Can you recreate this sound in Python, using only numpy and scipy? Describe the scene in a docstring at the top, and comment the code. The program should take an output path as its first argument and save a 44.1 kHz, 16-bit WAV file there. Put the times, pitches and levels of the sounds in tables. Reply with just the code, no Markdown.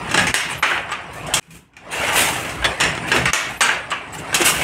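"""A small hard-walled room, heard from close by: a wooden handloom is worked by its treadles.
A stroke is a chain of impacts: treadle clatter, latch, catch, batten blow and rebound, a pause, an iron clack.
The sound of the first stroke is cut off abruptly; near silence with faint ticks follows, then the loom runs up
with a long slide and makes a second stroke. Impacts excite decaying modes, gears grind under a varying load, cords
rub as friction noise and short thin tones squeak or ring. A look-ahead limiter ducks all around the hardest blows."""
import sys
import numpy as np
from scipy import signal
from scipy.io import wavfile
from scipy.ndimage import uniform_filter1d, minimum_filter1d

SR = 44100
rng = np.random.default_rng(int(sys.argv[2]) if len(sys.argv) > 2 else 0)


def store_pcm(level_fs):
    """Save levels as 16-bit WAV."""
    pcm = np.round(np.clip(level_fs, -1, 1) * 32767).astype(np.int16)
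    wavfile.write(sys.argv[1], SR, np.atleast_2d(pcm).T)


N = 204359
TIME = np.arange(N) / SR  # s
BREAK_S = 1.398  # the sound of the first stroke, with all its echoes, is cut off here
FIRST_STROKE_S, SECOND_STROKE_S = 0, 2.985
HISS_DB, HISS_GROWTH = -7, 1.3  # cord hiss at a gear load of 0 dB, and dB of hiss per dB of load
GRIP_S = .018  # a rub takes this long to reach full pressure
TONE_SAG = .02  # share of its pitch that a thin tone loses as it runs
EDGE_HZ = 15750  # upper band limit

# Load on the loom through any one stroke.
# Each row: time into the stroke in seconds, load on the frame in dB, load on the gears in dB.
STROKE_LOAD = [(0, -35.5, -31), (.16, -28.5, -24.5), (.3, -28.5, -30), (.4, -45, -39.5), (.52, -35.5, -32),
               (.6, -38.5, -37), (.72, -40, -26.5), (.84, -42.5, -35.5), (1.06, -43.5, -36.5),
               (1.23, -35.5, -33.5), (1.41, -34, -24), (1.65, -32, -28)]
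# Load from the near silence after the cut through the run-up to the second stroke.
# Each row: time in seconds, load on the frame in dB, load on the gears in dB.
RUN_UP_LOAD = [(1.41, -65, -64), (1.55, -45.5, -54.5), (1.71, -60, -66), (1.85, -46, -41),
               (2.0, -38, -24.5), (2.2, -32, -21), (2.58, -36, -34), (2.68, -30.5, -22.5),
               (2.77, -44, -29.5), (2.85, -28, -22.5)]
# Spectrum of the loaded frame's rumble. Each row: frequency in Hz, level in dB.
RUMBLE_SPECTRUM = [(25, -21), (40, -17), (58, 0.5), (100, -2.5), (170, 2.5), (212, -9.5), (245, -3.5),
                   (305, -5), (440, -10), (600, -28), (1000, -72)]
# Spectrum of the grinding gear teeth. Each row: frequency in Hz, level in dB.
GRIND_SPECTRUM = [(150, -12), (400, -1), (750, 4.5), (1300, -0.5), (2000, -2), (2800, -4.5), (3500, -15),
                  (5000, -26.5), (9000, -55)]
# Spectrum of the hissing cords. 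Each row: frequency in Hz, level in dB.
HISS_SPECTRUM = [(2000, -18.5), (4000, 0.5), (5500, -1), (7000, -1.5), (8700, 3), (10300, -6), (12500, -20),
                 (15500, -18)]
# Blows of the loom's parts. Each row: start in seconds, force in dB, treble tilt in dB, part struck.
BLOWS = [ (.094, -25, -2, "treadle"), (.113, -18, 1.5, "treadle"), (.142, -8, -.5, "treadle"),
         (.175, -7.5, -3, "treadle"), (.191, -13, 0, "treadle"), (.269, -12, 2.5, "latch"),
         (.3414, 3, 4, "catch"), (.626, -1.5, -4.5, "batten"), (.712, -11, -20, "rebound"),
         (.776, -19, -15, "rebound"), (.891, -28, -9, "batten"), (.918, -18.5, -7, "batten"),
         (1.2665, -32.5, 10, "clack"), (1.338, -10, 10, "clack"), (1.369, -19, -1, "clack"),
         (1.4272, -48.5, 4, "fitting"), (1.506, -40.5, 10, "fitting"), (1.554, -41, 7, "fitting"),
         (1.7348, -51, -1, "fitting"), (1.767, -34.5, -1, "fitting"), (2.448, -22.5, -8, "latch"),
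         (2.493, -24, 3, "latch"), (2.6243, -20.5, -19, "rebound"), (2.644, -7, -5, "pawl"),
         (2.801, -15, 0.5, "lever"), (2.808, -10.5, 0.5, "lever"), (2.837, -13, -1, "lever"),
         (2.951, -27.5, 3, "fitting"), (2.976, -20, -8, "box"), (3.117, -7.5, -4.5, "treadle"),
         (3.162, -11.5, -1, "treadle"), (3.2551, -9.5, -2, "latch"), (3.333, 3.5, 3.5, "catch"),
         (3.6075, -2, 2.5, "batten"), (3.689, -7.5, -13, "rebound"), (3.904, -25.5, 0, "batten"),
         (3.9157, -17, -14, "batten"), (4.329, -19, -9, "rebound"), (4.3435, -9.5, 7.5, "clack"),
         (4.415, -11.5, 2.5, "box"), (4.612, -14.5, -6, "latch")]
# How each struck part sounds. Each entry: bass tilt in dB, clatter time in seconds, room level in dB,
# iron ring in dB, own note in Hz, level of that note in dB.
STRUCK_PARTS = {"treadle": (2, .0058, 0.5, -5, 1640, -6), "latch": (-8, .003, 5.5, -12, 2170, -4),
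                "catch": (-6, .0023, 1.3, -15, 1850, -9), "batten": (-5, .0095, 2, -28, 1160, -3.5),
                "rebound": (-4, .007, -2, -22, 1580, -4), "clack": (-3, .0085, 0.5, -5, 3160, -6),
                "fitting": (-7, .003, 2, -5, 2400, 3), "pawl": (-1, .013, -14, -16, 3450, -7),
                "lever": (3, .004, 3.5, 1.5, 1880, -6), "box": (7, .007, -10, -12, 340, -6)}
# Response of the wood. Each row: frequency in Hz, level in dB.
WOOD_RESPONSE = [(30, -44), (130, -21), (300, -4.5), (600, -3.5), (1000, -2), (1700, 1), (2800, 0.5),
                 (3600, -8.5), (4600, -12), (6200, -10), (8400, -10.5), (10300, -20.5), (12500, -30),
                 (15500, -37.5)]
# Modes of the frame. Each row: frequency in Hz, level before scatter in dB, 60 dB decay time in seconds.
FRAME_MODES = [(179, -7.5, 0.077), (234, -17, 0.097), (351, 0.5, 0.14), (865, 15, .09), (1186, 11, 0.088),
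               (1540, 7.5, .1), (1840, 16, 0.063), (2760, -10, 0.12), (2993, 16, 0.08), (3500, 7, 0.14),
               (3750, -4, 0.059), (6430, -3.5, .09), (7650, -24, .08), (8500, -60, .08)]
# Modes of the iron fittings. Each row: frequency in Hz, level before scatter in dB, 60 dB decay time in seconds.
IRON_MODES = [(1025, -6, 0.19), (2210, -4, 0.21), (2556, -1.5, 0.62), (2760, 4, .22), (3230, -26, 0.072),
              (3350, 3, 0.11), (4080, 7, 0.06), (5330, -2, .26), (5500, -1, .22), (5400, -8, 0.12),
              (6050, -4, .15), (7100, -7.5, .24), (7100, -8, 0.35), (9120, -20.5, .2), (10700, -38.5, .18)]
# Close modes of a struck part.
# Each row: multiple of its own note, level before scatter in dB, 60 dB decay time in seconds.
NOTE_MODES = [(.965, -6.5, 0.071), (1, -1, .12), (1.04, -1, 0.083)]
# Decay of the room. Each row: frequency in Hz, 60 dB decay time in seconds.
ROOM_DECAY = [(100, 0.22), (500, 0.34), (1500, 0.47), (3000, 0.44), (8000, 0.27), (15000, 0.3)]
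# Booms of the treadles and their box under the feet.
# Each row: start in seconds, mean frequency in Hz, level in dB, swell time in seconds.
BOOMS = [(.134, 181, -24.5, .043), (.2, 247, -31.5, .024), (.224, 129, -29, .036), (.519, 130, -31, .027),
         (.555, 73.4, -34, .025), (1.472, 165, -41.5, .028), (2.57, 58.7, -28, .035),
         (2.811, 144, -27.5, .013), (3.105, 426, -26, .031), (3.136, 360, -24, .021),
         (3.15, 243.4, -24.5, .021), (3.165, 130.6, -27, .043), (3.264, 67.6, -28, .014),
         (3.615, 245, -27, .012), (4.4, 339, -17, .01)]
# Cords and sliding wood.
# Each row: start in seconds, time under pressure in seconds, fade time in seconds, level in dB, treble tilt in dB.
RUB_EVENTS = [(.2, .035, .015, -34, 7), (.48, .05, .04, -28, 1), (1.12, .04, .05, -43, 9),
              (1.4, .1, .03, -57, 5), (1.499, .08, .015, -47.5, 9), (1.907, .11, .04, -27, 3),
              (2.021, .07, .04, -22.5, 2), (2.118, .13, .135, -21.5, 6.5), (2.149, .065, .025, -16.5, 7.5),
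              (3.065, .035, .025, -24.5, 1), (3.133, .03, .03, -27, 6), (.63, .07, .04, -33, 7),
              (3.48, .06, .05, -36, 4), (4.121, .03, .015, -35.5, 7.5), (4.177, .02, .015, -32.5, 4),
              (4.389, .035, .015, -19.5, 3), (4.438, .05, .025, -13, 8.5), (4.53, .1, .05, -26.5, 6)]
# Colour of sliding contact. Each row: frequency in Hz, level in dB.
SLIDING_COLOUR = [(250, 2.5), (1000, 1.5), (3000, 4.5), (5600, -3), (8400, -0.5), (12000, 5.5), (15500, 9)]
# Short thin tones, squeaking or ringing. Each row: start in seconds, length in seconds, starting pitch in Hz,
# level in dB, unsteadiness as a share of pitch.
THIN_TONES = [(.498, .042, 8800, -30, .063), (.575, .066, 11800, -35.5, .044),
              (.906, .026, 7950, -34, .025), (1.91, .039, 9200, -34, .042), (3.008, .038, 9250, -44, .004),
              (3.112, .034, 1625, -17.5, .013), (3.274, .033, 1210, -21, .022),
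              (3.566, .11, 11750, -37, .057), (3.617, .028, 8350, -12, .025),
              (3.902, .02, 7850, -31.5, .027), (4.125, .02, 7850, -33.5, .017),
              (4.18, .016, 7600, -32, .035)]


def amp(db):
    """Level to gain: twenty decibels are a factor of ten in amplitude."""
    return 10 ** (np.asarray(db) / 20)


def evened(x):
    """Normalisation of a steady signal: scales to rms 1."""
    return x / np.sqrt(np.mean(x ** 2) + 1e-20)


def unit(x):
    """Normalisation of a transient: scales to energy 1."""
    return x / (np.linalg.norm(x) + 1e-12)


def read(points, hz):
    """Interpolation on a pitch scale: joins points by straight lines over log frequency."""
    f, value = np.transpose(points)
    return np.interp(np.log(hz + 1), np.log(f + 1), value)


def add(mix, s, sound):
    """Superposition: adds a sound at time s; whatever began before the break ends there."""
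    end = round(BREAK_S * SR) if s < BREAK_S else N
    part = mix[max(round(s * SR), 0):end][:len(sound)]
    part += sound[:len(part)]


def colour(x, *spectra, size=4096):
    """Minimum phase: a causal filter of energy 1 whose dB curve is the sum of the spectra."""
    hz = abs(np.fft.fftfreq(size, 1 / SR))
    gain_db = sum(read(points, hz) for points in spectra)
    log_gain = np.log(amp(gain_db))
    spectrum = np.exp(np.conj(signal.hilbert(log_gain)))  # the log gain fixes the phase
    taps = np.fft.ifft(spectrum).real
    return signal.fftconvolve(x, unit(taps[:size // 2]))[:len(x)]


def grains(count, spread_db):
    """Granular contact: dense tiny touches, a few much larger than the rest."""
    push = rng.standard_normal(count)
    touching = rng.random(count) < .25
    size = np.minimum(rng.exponential(1, count), 4)
    return evened(push * touching * amp(spread_db * size))


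def wander(x, patchy_db=3.2):
    """Moving excitation: a travelling contact wakes one narrow resonance after another."""
    z = signal.stft(x, SR, nperseg=1024, noverlap=768)[2]
    across_hz = uniform_filter1d(rng.standard_normal(z.shape), size=4, axis=0)
    patches = evened(uniform_filter1d(across_hz, size=6, axis=1))  # smoothed over time too
    moved = signal.istft(z * amp(patchy_db * patches), SR, nperseg=1024, noverlap=768)[1]
    return evened(moved[:len(x)])


def stroke_at(start):
    """Time shift: the load curve of a stroke that begins at this time."""
    return [(start + s, frame_db, gear_db) for s, frame_db, gear_db in STROKE_LOAD]


def mechanism():
    """Friction under load: the frame rumbles, gear teeth grind unevenly and cords hiss along with the gears."""
    out = np.zeros(N)
    spans = ((stroke_at(FIRST_STROKE_S), 0, BREAK_S),
             (RUN_UP_LOAD + stroke_at(SECOND_STROKE_S), BREAK_S, N / SR))
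    for load, start, stop in spans:
        t = TIME[round(start * SR):round(stop * SR)]
        s, frame_load, gear_load = np.transpose(load)
        frame_db = np.interp(t, s, frame_load)
        gear_db = np.interp(t, s, gear_load)
        rumble = amp(frame_db) * colour(rng.standard_normal(len(t)), RUMBLE_SPECTRUM, size=8192)
        teeth = wander(grains(len(t), spread_db=2.0), patchy_db=3.5)
        grind = amp(gear_db) * colour(teeth, GRIND_SPECTRUM)
        cords = wander(grains(len(t), spread_db=2), patchy_db=5)
        hiss = amp(HISS_DB + HISS_GROWTH * gear_db) * colour(cords, HISS_SPECTRUM)
        add(out, start, rumble + grind + hiss)
    return out


def tilt(bass_db, treble_db):
    """Contact stiffness: heavy contacts add bass, hard contacts add treble."""
    return [(250, bass_db), (1000, 0), (2600, 0), (5000, treble_db), (14000, 2.12 * treble_db)]


def ring(modes, t, scatter_db):
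    """Modal decay: each blow lands elsewhere and shares its energy out differently among the modes."""
    hz, db, t60 = np.transpose(modes)[:, :, None]
    weight, detune, start = rng.standard_normal((3, len(modes), 1))
    swing = np.sin(2 * np.pi * (hz * (1 + 0.0035 * detune) * t + start))
    decay = np.exp(-np.log(1000) * t / t60)
    return unit((amp(db + scatter_db * weight) * decay * swing).sum(0))


def room(count, build_s=0.0031):
    """Diffuse reverberation: dense reflections build up quickly, then each band dies at its own rate."""
    hz, t, z = signal.stft(rng.standard_normal(count), SR, nperseg=256)
    decay = np.exp(-np.log(1000) * t / read(ROOM_DECAY, hz)[:, None])
    tail = signal.istft(z * decay, SR, nperseg=256)[1][:count]
    return unit(tail * (1 - np.exp(-TIME[:count] / build_s)))


def contact(note_hz, note_db=4.5, note_width=0.16, uneven_db=4):
    """Point of excitation: the part favours the region of its note, the place of the blow some overtones."""
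    hz = np.geomspace(100, 16000, num=170)
    note = note_db * np.exp(-(np.log(hz / note_hz) / note_width) ** 2)
    return np.transpose([hz, note + uneven_db * rng.standard_normal(len(hz))])


def knocks(frame_db=-7, bite=0.1, crack=0.18):
    """Impact excitation: each blow is a burst of chatter in loose joints; frame, fittings and room ring on."""
    out, t = np.zeros(N), TIME[:SR * 2 // 3]
    for s, db, treble_db, part in BLOWS:
        bass_db, clatter_s, room_db, iron_db, note_hz, note_db = STRUCK_PARTS[part]
        grip = 1 - np.exp(-t / (bite * clatter_s))  # loose parts take up their play gradually
        chatter = unit(grains(len(t), spread_db=4.0) * grip * np.exp(-t / clatter_s))
        chatter[0] += crack  # the first touch
        place = contact(note_hz)
        direct = colour(chatter, WOOD_RESPONSE, place, tilt(bass_db, treble_db + 2.5))
        # the place colours the echo less
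        echo = colour(room(len(t)), WOOD_RESPONSE, place * [1, .7], tilt(bass_db, treble_db))
        own_modes = np.multiply(NOTE_MODES, [note_hz, 1, 1])
        rings = amp(frame_db) * ring(FRAME_MODES, t, scatter_db=5.5)
        rings += amp(iron_db) * ring(IRON_MODES, t, scatter_db=1.5)
        rings += amp(note_db) * ring(own_modes, t, scatter_db=1.0)
        strength = amp(db) * np.sqrt(clatter_s * SR / 2)  # longer chatter puts in more energy
        add(out, s, strength * (unit(direct) + rings + amp(room_db) * echo))
    return out


def thuds():
    """Low-mode excitation: a soft push swells one low mode of the boards, which wobbles and dies."""
    out, t = np.zeros(N), TIME[:SR // 3]
    for s, hz, db, swell_s in BOOMS:
        wobble = evened(uniform_filter1d(rng.standard_normal(len(t)), size=400))
        swing = np.sin(2 * np.pi * np.cumsum(hz * (1 + 0.043 * wobble)) / SR)
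        swell = t / swell_s * np.exp(1 - t / swell_s)  # peaks at 1 after the swell time
        add(out, s, amp(db) * swell * swing)
    return out


def rubs(wetness=0.48, flutter_db=1.2):
    """Stick-slip friction: fine grains in the wood, as the pressure builds, holds and fades."""
    out, t = np.zeros(N), TIME[:SR * 2 // 3]
    for s, hold_s, fade_s, db, treble_db in RUB_EVENTS:
        pressure = np.minimum(t / GRIP_S, 1) * np.exp(-np.maximum(t - hold_s, 0) / fade_s)
        slips = grains(len(t), spread_db=1.6)
        # the grip is uneven
        flutter = flutter_db * evened(uniform_filter1d(rng.standard_normal(len(t)), size=400))
        rub = pressure * amp(flutter) * wander(slips, patchy_db=3.0)
        echo = signal.fftconvolve(rub, room(len(t)))[:len(t)]
        wet = rub + wetness * echo
        add(out, s, amp(db) * colour(wet, WOOD_RESPONSE, SLIDING_COLOUR, tilt(0, treble_db)))
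    return out


def thin_tones():
    """Frequency modulation: short thin tones, squeaking or ringing, waver in pitch and sag a little."""
    out, t = np.zeros(N), TIME[:SR // 3]
    for s, length_s, pitch_hz, db, waver in THIN_TONES:
        jitter = evened(uniform_filter1d(rng.standard_normal(len(t)), size=60))
        progress = np.minimum(t / length_s, 1)
        hz = pitch_hz * (1 - TONE_SAG * progress) * (1 + waver * jitter)
        swell = np.sqrt(abs(np.sin(np.pi * progress)))
        tone = np.sin(2 * np.pi * np.cumsum(hz) / SR) * swell
        echo = signal.fftconvolve(tone, room(len(t)))[:len(t)]
        add(out, s, amp(db) * (tone + 0.13 * echo))
    return out


def scene():
    """Linear superposition: all parts of the loom, heard from one place."""
    return (mechanism() + knocks() + thuds() + rubs() + thin_tones())[None]


def record(dry, limit_db=-10.5, ahead_s=0.024, recovery_db=75):
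    """Gain control: a limiter ducks ahead of loud blows and recovers by recovery_db a second; then filters, soft clip."""
    power_db = 10 * np.log10(abs(uniform_filter1d(dry[0] ** 2, size=220)) + 1e-12)
    reach = max(round(ahead_s * SR), 2)
    coming_db = -minimum_filter1d(-power_db, reach, origin=-(reach // 2))  # loudest level just ahead
    fall = recovery_db * TIME
    held_db = np.maximum.accumulate(coming_db + fall) - fall  # rises at once, falls steadily
    over_db = np.maximum(held_db - limit_db, 0)
    ducked = dry / amp(uniform_filter1d(over_db, size=400))
    low_cut = signal.butter(3, 42, "highpass", fs=SR, output="sos")
    ducked = signal.sosfilt(low_cut, ducked)
    rounded = ducked / (1 + (ducked / .86) ** 6) ** (1 / 6)  # soft clip towards .86
    band_limit = signal.firwin(401, EDGE_HZ, window=("kaiser", 9), fs=SR)
    return signal.oaconvolve(rounded, band_limit[None], "same")


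dry = scene()
out = record(dry)
store_pcm(out)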